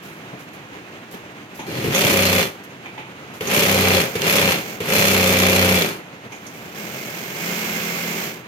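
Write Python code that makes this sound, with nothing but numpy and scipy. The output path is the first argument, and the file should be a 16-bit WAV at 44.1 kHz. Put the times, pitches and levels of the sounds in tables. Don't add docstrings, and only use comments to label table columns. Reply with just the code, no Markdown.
import sys
import numpy as np
from scipy import signal
from scipy.fft import rfft, irfft, next_fast_len
from scipy.io import wavfile
from scipy.ndimage import uniform_filter1d

SR = 44100
rng = np.random.default_rng(int(sys.argv[2]) if len(sys.argv) > 2 else 0)


def transcribe(u):
    v = np.clip(np.atleast_2d(u).T, -1, 1)
    q = np.round(v * 32767).astype(np.int16)
    wavfile.write(sys.argv[1], SR, q)


N = 373527
TIME = np.arange(N) / SR
STITCH_HZ, OVERSHOOT_HZ = 31.1, 3.4

# clutch in, pedal released and coasting time in seconds, clunk level
# in dB, needle reaches the cloth in seconds, then levels of shake, thumps, clatter and ticking in dB.
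RUNS = [(1.842, 2.38, .13, -18.5, 2.07, -20.5, -24, -22.5, -27),
        (3.408, 3.965, 0.15, -18.5, 3.5, -20.5, -22.5, -22.5, -26.5),
        (4.153, 4.477, .16, -15, 4.25, -24, -22.5, -22, -27.5),
        (4.803, 5.745, .225, -18.5, 4.87, -20, -23, -22, -26)]
# time in seconds, stitches per second.
CREEP = [(1.665, 13.8), (1.8, 19.5), (1.93, 20.5)]
# frequency in Hz, level in dB.
CASTING = [(410, -21.5), (700, 0.5), (1040, -4.5), (1260, 0), (1540, -2), (2020, 3), (2630, 4.5),
           (3740, -4), (4260, -7), (5190, -8.5), (6570, -8), (8530, -15.5), (12000, -8.5), (15200, -12),
           (16000, -33)]
# frequency in Hz, width in Hz, lift in dB.
STEEL = [(2330, 170, 2), (2710, 130, -0.5), (4240, 110, 1.5), (6080, 130, 1.5), (6600, 200, 0.5),
         (11880, 180, 3), (13100, 200, -7)]


def undb(db):
    return 10 ** (np.asarray(db) / 20)


def unit(x):
    return x / np.sqrt(np.mean(np.atleast_2d(x).mean(0) ** 2))


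def walk(rate_hz):
    knots = rng.standard_normal(4000)
    return 0.82 * np.interp(TIME * rate_hz, np.arange(len(knots)), knots)


def shape(points, hz):
    point_hz, point_db = np.transpose(points)
    return np.interp(np.log(hz), np.log(point_hz), point_db)


def cut(x, hz, kind):
    return signal.sosfilt(signal.butter(2, hz, kind, fs=SR, output="sos"), x)


def convolve(x, response):
    return signal.oaconvolve(np.atleast_2d(x), response, axes=-1)[:, :N]


def at_microphone(pair, colour, rings=(), left_db=0, alike_hz=1100, lag_ms=.24):
    # frequency in Hz, left minus right in dB.
    port_balance = [(300, 0.7), (900, 1.5), (2000, -1.5), (3200, -3.5), (4500, -4), (6700, -12.5),
                    (8200, -6), (9800, 3.5), (11700, 7), (13500, 3), (15500, -6)]
    size = next_fast_len(N + 2000)
    hz = np.maximum(np.fft.rfftfreq(size, 1 / SR), 1)
    lift_db = sum(lift / (1 + ((hz - centre) / (width / 2)) ** 2) for centre, width, lift in rings)
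    one, other = rfft(pair, size)
    alike = 1 / (1 + (hz / alike_hz) ** 2)
    mid, side = one * np.sqrt(1 + alike), other * np.sqrt(1 - alike)
    tilt = undb((shape(port_balance, hz) + left_db) / 2)
    left = (mid + side) * tilt
    right = (mid - side) / tilt * np.exp(-2j * np.pi * hz * lag_ms / 1000)
    ports = np.array([left, right]) / np.hypot(tilt, 1 / tilt)
    return unit(irfft(ports * undb(shape(colour, hz) + lift_db), size)[:, :N])


def noise(colour, rings=(), left_db=0):
    return at_microphone(rng.standard_normal((2, N)), colour, rings, left_db)


def burst(t60):
    t = TIME[:SR // 2]
    ring = rng.standard_normal((2, len(t))) * undb(-60 * t / t60)
    return ring / np.sqrt(np.sum(ring ** 2) / 2)


def fades(times, dbs, t60s, rise_s=0.00058):
    envelope = np.zeros(N)
    for start, db, t60 in np.broadcast(times, dbs, t60s):
        part = envelope[int(start * SR):][:SR // 2]
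        t = TIME[:len(part)]
        part += undb(db - 60 * t / t60) * (1 - np.exp(-t / rise_s))
    return envelope


def speed_curve(points):
    return np.interp(TIME, *np.transpose(points), left=0, right=0)


def workshop(level_db=-40, flutter_db=1.86):
    # frequency in Hz, level in dB.
    room_tone = [(15, -69), (25, -48), (117, -3), (185, -2.5), (217, -4), (256, -4.5), (309, -2.5),
                 (489, -7.5), (1040, -10.5), (1330, -10.5), (2610, -12), (5000, -27.5), (9840, -37),
                 (12200, -34), (16000, -40)]
    rush = noise(room_tone, rings=[(2170, 180, 0.99), (6500, 980, 6.9), (11900, 200, 5)], left_db=-1.5)
    return rush * undb(level_db + flutter_db * walk(35))


def cloth_rustle(crinkle_db=3):
    # start in seconds, level in dB, t60 in seconds.
    rustles = [(.025, -47.5, 0.76), (.39, -48.5, 0.28), (.53, -46, .14), (1.11, -43, 0.26),
               (1.545, -45, 0.48), (2.635, -41.5, 0.082), (3.335, -47, 0.54), (6.54, -49, 0.37)]
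    # frequency in Hz, level in dB.
    cloth = [(1500, -8), (4000, -3), (7000, -1), (9000, -8), (12000, 2), (16000, -10)]
    crinkle = noise(cloth) * undb(crinkle_db * walk(400))
    return fades(*np.transpose(rustles), rise_s=0.0044) * crinkle


def knocks():
    # start in seconds, levels of thud, clack, clink and tick in dB, t60 in seconds.
    bench_knocks = [(0.331, -28.5, -48, -60, -65, 0.14), (1.14, -27, -37, -55, -55, 0.08),
                    (1.591, -35, -33.5, -52, -45.5, 0.36), (1.946, -45, -47, -43, -25, 0.26),
                    (2.858, -54, -43, -39, -62, 0.28), (2.978, -45, -36, -40, -66, 0.33),
                    (3.47, -50, -45, -45, -30.5, 0.18), (6.32, -44, -39.5, -41, -44.5, 0.29),
                    (6.466, -48, -49, -55, -37.5, 0.13)]
    # frequency in Hz, level in dB.
    thud = [(60, -26), (150, 12.5), (350, 7), (550, 1), (1000, -9), (4000, -60)]
    clack = [(400, -25), (720, -3), (890, 5), (1150, -11), (1900, -9), (2350, -4), (2700, -9), (3400, -10),
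             (5000, -27), (10000, -42)]
    clink = [(1500, -45), (2080, -6), (2190, -11), (2300, 0), (2390, -10), (2470, -2), (2700, -20),
             (3100, -15), (5000, -50)]
    tick = [(3000, -26), (5800, 3), (6600, 10), (7300, -9), (12000, -7), (16000, -35)]
    times, *levels, t60s = np.transpose(bench_knocks)
    colours = thud, clack, clink, tick
    return sum(fades(times, dbs, t60s) * noise(colour) for dbs, colour in zip(levels, colours))


def slipping_clutch(groan_db=-22, growth=1.6):
    # frequency in Hz, level in dB.
    groan = [(50, -34), (120, 7), (250, -2), (380, 7), (560, -22), (1000, -19), (4000, -60)]
    pace = np.abs(uniform_filter1d(speed_curve(CREEP) / STITCH_HZ, size=900))
    return undb(groan_db) * pace ** growth * noise(groan)


def shaft_speed(start, release, coast_s, jerk_hz=14, spin_up_s=0.135, settle_s=0.165):
    age = TIME - start
    grip = np.clip(age / spin_up_s, 0, 1) ** 1.5
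    spin_up = (age > 0) * (jerk_hz + grip * (STITCH_HZ + OVERSHOOT_HZ - jerk_hz))
    since_peak = np.maximum(age - spin_up_s, 0)
    settling = OVERSHOOT_HZ * (1 - np.exp(-(since_peak / settle_s) ** 2))
    coasting = np.exp(-(np.maximum(TIME - release, 0) / coast_s) ** 2)
    return (spin_up - settling) * coasting


def hum(turns, orders, waver_db):
    return unit(sum(undb(db + waver_db * walk(11)) * np.sin(2 * np.pi * (order * turns + rng.random()))
                    for order, db in orders))


def blows(turns, jitter_s, scatter_db, t60, loose, contact_s, strike_hz=22):
    # place as a share of the turn, level in dB.
    strokes = [(.03, 2), (.2, -3), (.38, 2.5), (.53, -2), (.7, -4), (.88, -4.5)]
    t = TIME[:SR // 8]
    contact = 1 - np.exp(-t / contact_s)
    rung, power = 0, np.zeros(N)
    for place, db in strokes:
        timing, force = rng.standard_normal((500, 2)).T
        times = np.interp(np.arange(len(timing)) + place, turns, TIME, right=np.inf) + jitter_s * timing
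        inside = (times > 0) & (times < TIME[-1])
        hits = np.zeros(N)
        hits[(times[inside] * SR).astype(int)] = undb(db + scatter_db * np.clip(force[inside], -2, 2))
        rung = rung + convolve(hits, burst(t60)[:, :len(t)] * contact)
        power += hits ** 2
    fading = undb(-60 * t / t60) * contact
    rattle = np.sqrt(np.abs(convolve(power, fading[None] ** 2))) * rng.standard_normal((2, N))
    impacts = np.sqrt(1 - loose) * unit(rung) + np.sqrt(loose) * unit(rattle)
    speed = np.gradient(turns) * SR
    struck = impacts * np.sqrt(speed.mean() / speed)
    rubbing = unit(rng.standard_normal((2, N)))
    striking = 1 / (1 + (strike_hz / speed) ** 6)
    return np.sqrt(striking) * struck + np.sqrt(1 - striking) * rubbing


def table_shake(turns, speed, resonant_hz=31.9, width_hz=1.62, build_s=0.15, sway_db=-5.5, calm_db=-5):
    # multiple of the shaft rate, level in dB.
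    shake_orders = [(2, -24.5), (5, -23), (6, -1), (7, -11), (8, -10), (11, -15.5), (12, -10.5), (13, -24),
                    (14, -9.5), (16, -22), (17, -2.5), (18, -8.5), (19, -16.5), (21, -16), (22, -19),
                    (25, -13.5)]
    resonance = 1 / np.sqrt(1 + ((speed - resonant_hz) / width_hz) ** 4)
    hold = np.exp(-1 / (build_s * SR))
    sympathy = np.minimum(resonance, signal.lfilter([1 - hold], [1, -hold], resonance))
    sway = undb(sway_db) * sympathy * hum(turns, orders=[(3, 0)], waver_db=1.8)
    return sway + undb(calm_db * (1 - sympathy)) * hum(turns, shake_orders, waver_db=2.0)


def table_thumps(turns):
    # frequency in Hz, level in dB.
    table_colour = [(25, -55), (45, -38), (70, -13), (110, -3.5), (165, 1.5), (300, -2), (420, 0.5),
                    (560, -2), (720, -5.5), (1000, -5.5), (2000, -9), (6000, -50)]
    # frequency in Hz, width in Hz, lift in dB.
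    table_rings = [(166.5, 10.4, 9.5), (206, 14, 4), (270, 14, 2), (390, 40, 7.5), (442, 6.3, 5),
                   (535.4, 31, 9.5)]
    thuds = blows(turns, jitter_s=0.00035, scatter_db=1.0, t60=0.035, loose=0.29, contact_s=0.00061)
    return at_microphone(thuds, table_colour, table_rings)


def linkage_clatter(turns, top_hz=5000, ringing_db=-2):
    # frequency in Hz, width in Hz, level in dB.
    loose_parts = [(2763, 51, -2.5), (3070, 94, -12), (3390, 180, -3), (4120, 260, -1), (4170, 140, -5)]
    strikes = blows(turns, jitter_s=.0004, scatter_db=1.6, t60=0.03, loose=0.22, contact_s=0.00095)
    clatter = at_microphone(strikes, CASTING, STEEL, left_db=1.4)
    ringing = 0
    for hz, width, db in loose_parts:
        part = signal.lfilter(*signal.iirpeak(hz, hz / width, fs=SR), clatter)
        ringing += undb(db + 6.9 * walk(18)) * part
    return unit(cut(clatter, top_hz, "low") + undb(ringing_db) * ringing)


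def hook_ticking(turns, speed, idle, bottom_hz=5000, overshoot_db=3, idle_db=-1.5):
    strikes = blows(turns, jitter_s=.0005, scatter_db=2.3, t60=0.048, loose=0.91, contact_s=0.0006)
    ticks = at_microphone(strikes, CASTING, STEEL, left_db=2.5)
    racing = np.maximum(speed - STITCH_HZ, 0) / OVERSHOOT_HZ
    return undb(overshoot_db * racing + idle_db * idle) * unit(cut(ticks, bottom_hz, "high"))


def near_machine():
    run_speeds = np.array([shaft_speed(*run[:3]) for run in RUNS])
    speed = np.maximum(run_speeds.max(0), speed_curve(CREEP))
    turns = np.cumsum(np.maximum(speed, 1)) / SR
    current_run = run_speeds.argmax(0)
    in_cloth_s, shake_db, thump_db, clatter_db, tick_db = np.array(RUNS)[current_run, 4:].T
    pace = np.minimum(speed / STITCH_HZ, 1)
    shake = undb(shake_db) * pace ** 4 * table_shake(turns, speed)
    thumps = undb(thump_db) * pace ** 1.82 * table_thumps(turns)
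    clatter = undb(clatter_db) * pace ** 2.82 * linkage_clatter(turns)
    ticking = undb(tick_db) * pace ** 2.7 * hook_ticking(turns, speed, idle=TIME < in_cloth_s)
    return shake + thumps + clatter + ticking


def seam_booms(t60=0.13):
    # start in seconds, level in dB.
    lurches = [(1.841, -26), (1.875, -13.5), (2.04, -12.5), (2.075, -16), (2.118, -15), (3.56, -17.5),
               (4.219, -28), (4.98, -18), (5.817, -29), (5.865, -17.5)]
    # frequency in Hz, level in dB.
    boom = [(40, -50), (75, -32), (108, -7), (130, -4), (165, -13), (230, -11), (400, -7), (800, -55),
            (2000, -59)]
    return fades(*np.transpose(lurches), t60, rise_s=.006) * noise(boom)


def clutch_clunks(body_db=-5, crack_db=-11, crack_t60=0.2, bite_s=0.0058):
    # frequency in Hz, level in dB, t60 in seconds.
    clunk_modes = [(102, -0.5, 0.086), (172, -7, 0.15), (207, -14, 0.088), (340, -10, 0.15),
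                   (422, 3.5, 0.057), (490, -10, 0.061), (480, -3, 0.088), (616, -37, 0.017)]
    times, _, _, dbs, *_ = np.transpose(RUNS)
    t = TIME[:SR // 3]
    ring = sum(undb(db - 60 * t / t60) * np.sin(2 * np.pi * (hz * t + rng.random()))
               for hz, db, t60 in clunk_modes)
    ring *= 1 - np.exp(-t / bite_s)
    ring = cut(cut(ring, 100, "high"), 100, "high")
    hits = np.zeros(N)
    hits[(times * SR).astype(int)] = undb(dbs + body_db)
    body = convolve(hits, ring[None] / ring[:SR // 100].std())
    crack = fades(times, dbs + crack_db, crack_t60, rise_s=0.00034) * noise(CASTING, STEEL)
    return body + crack


def needle_snaps(snap_db=-3, t60=0.02, gap_s=.033):
    # first snap in seconds, length in seconds, relative level in dB.
    seams = [(1.970, .02, -24), (2.015, .02, -8), (2.035, .11, -13), (2.407, .02, -11), (3.765, .21, -14),
             (4.003, .02, -11), (4.218, .02, -8.5), (5.82, .02, -6.5)]
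    # frequency in Hz, level in dB.
    bite = [(400, -8), (1000, -4), (2000, 0), (3000, 4), (4300, -0.5), (6500, -6), (8500, -11),
            (13000, -10), (16000, -22)]
    jolts = sum(fades(start + np.arange(0, length, gap_s), db + snap_db, t60, rise_s=0.00096)
                for start, length, db in seams)
    return jolts * noise(bite, STEEL)


def far_machine(top_speed_hz=59.2, shake_db=-32, drone_db=-33.5, whirr_db=-29):
    # time in seconds, stitches per second.
    spells = [
        [(3.9, 21), (4.05, 42), (4.73, 43), (4.82, 20)],
        [(6.3, 17), (6.52, 26.6), (6.74, 30), (6.78, 42.9), (7.33, 45.8), (7.48, 59.2), (8.25, 56.7),
         (8.45, 13.5)],
    ]
    # multiple of the shaft rate, level in dB.
    shake_orders = [(3, 0), (3.637, -3), (4.365, -11), (6.365, -8), (7, -6), (9, -11), (17, -16),
                    (19.54, -17), (35.9, -9)]
    # frequency in Hz, level in dB.
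    table_colour = [(50, -32), (100, -18), (165, -1.5), (215, -3), (290, -9), (400, -2.5), (520, -4.5),
                    (750, -9.5), (1100, -21.5), (2000, -43)]
    whirr_colour = [(410, -44), (700, -18), (1210, -7.5), (1640, -2), (1970, -4.5), (2160, -3.5), (2400, 0),
                    (3790, -11), (6650, -9.5), (7200, -13), (9600, -20), (10900, -21), (12300, -16),
                    (14800, -10), (16000, -23)]
    # frequency in Hz, width in Hz, lift in dB.
    steel_rings = [(2104, 46, 10), (2208, 73, 6.8), (2760, 28, 0.86), (6550, 220, 3), (11800, 300, 8.5),
                   (12737, 470, 5.65)]
    speed = sum(speed_curve(spell) for spell in spells)
    pace = speed / top_speed_hz
    turns = np.cumsum(np.maximum(speed, 1)) / SR
    strikes = blows(turns, jitter_s=.0005, scatter_db=1, t60=0.076, loose=0.63, contact_s=0.001)
    shake = undb(shake_db) * pace ** 7.64 * hum(turns, shake_orders, waver_db=1.5)
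    drone = undb(drone_db) * pace ** 1.64 * at_microphone(strikes, table_colour, left_db=1)
    whirr = undb(whirr_db) * pace ** 2.75 * at_microphone(strikes, whirr_colour, steel_rings, left_db=-3)
    return shake + drone + whirr


def scene(echo_db=-11, room_t60=0.35):
    near = near_machine() + slipping_clutch() + clutch_clunks() + needle_snaps()
    near += cloth_rustle() + seam_booms() + knocks()
    walls = cut(burst(room_t60) * (TIME[:SR // 2] > .006), 305, "high")
    return near + undb(echo_db) * convolve(near, walls) + far_machine() + workshop()


def record(dry, top_hz=16000):
    return signal.sosfilt(signal.ellip(10, .2, 70, top_hz, fs=SR, output="sos"), np.tanh(dry))


dry = scene()
out = record(dry)
transcribe(out)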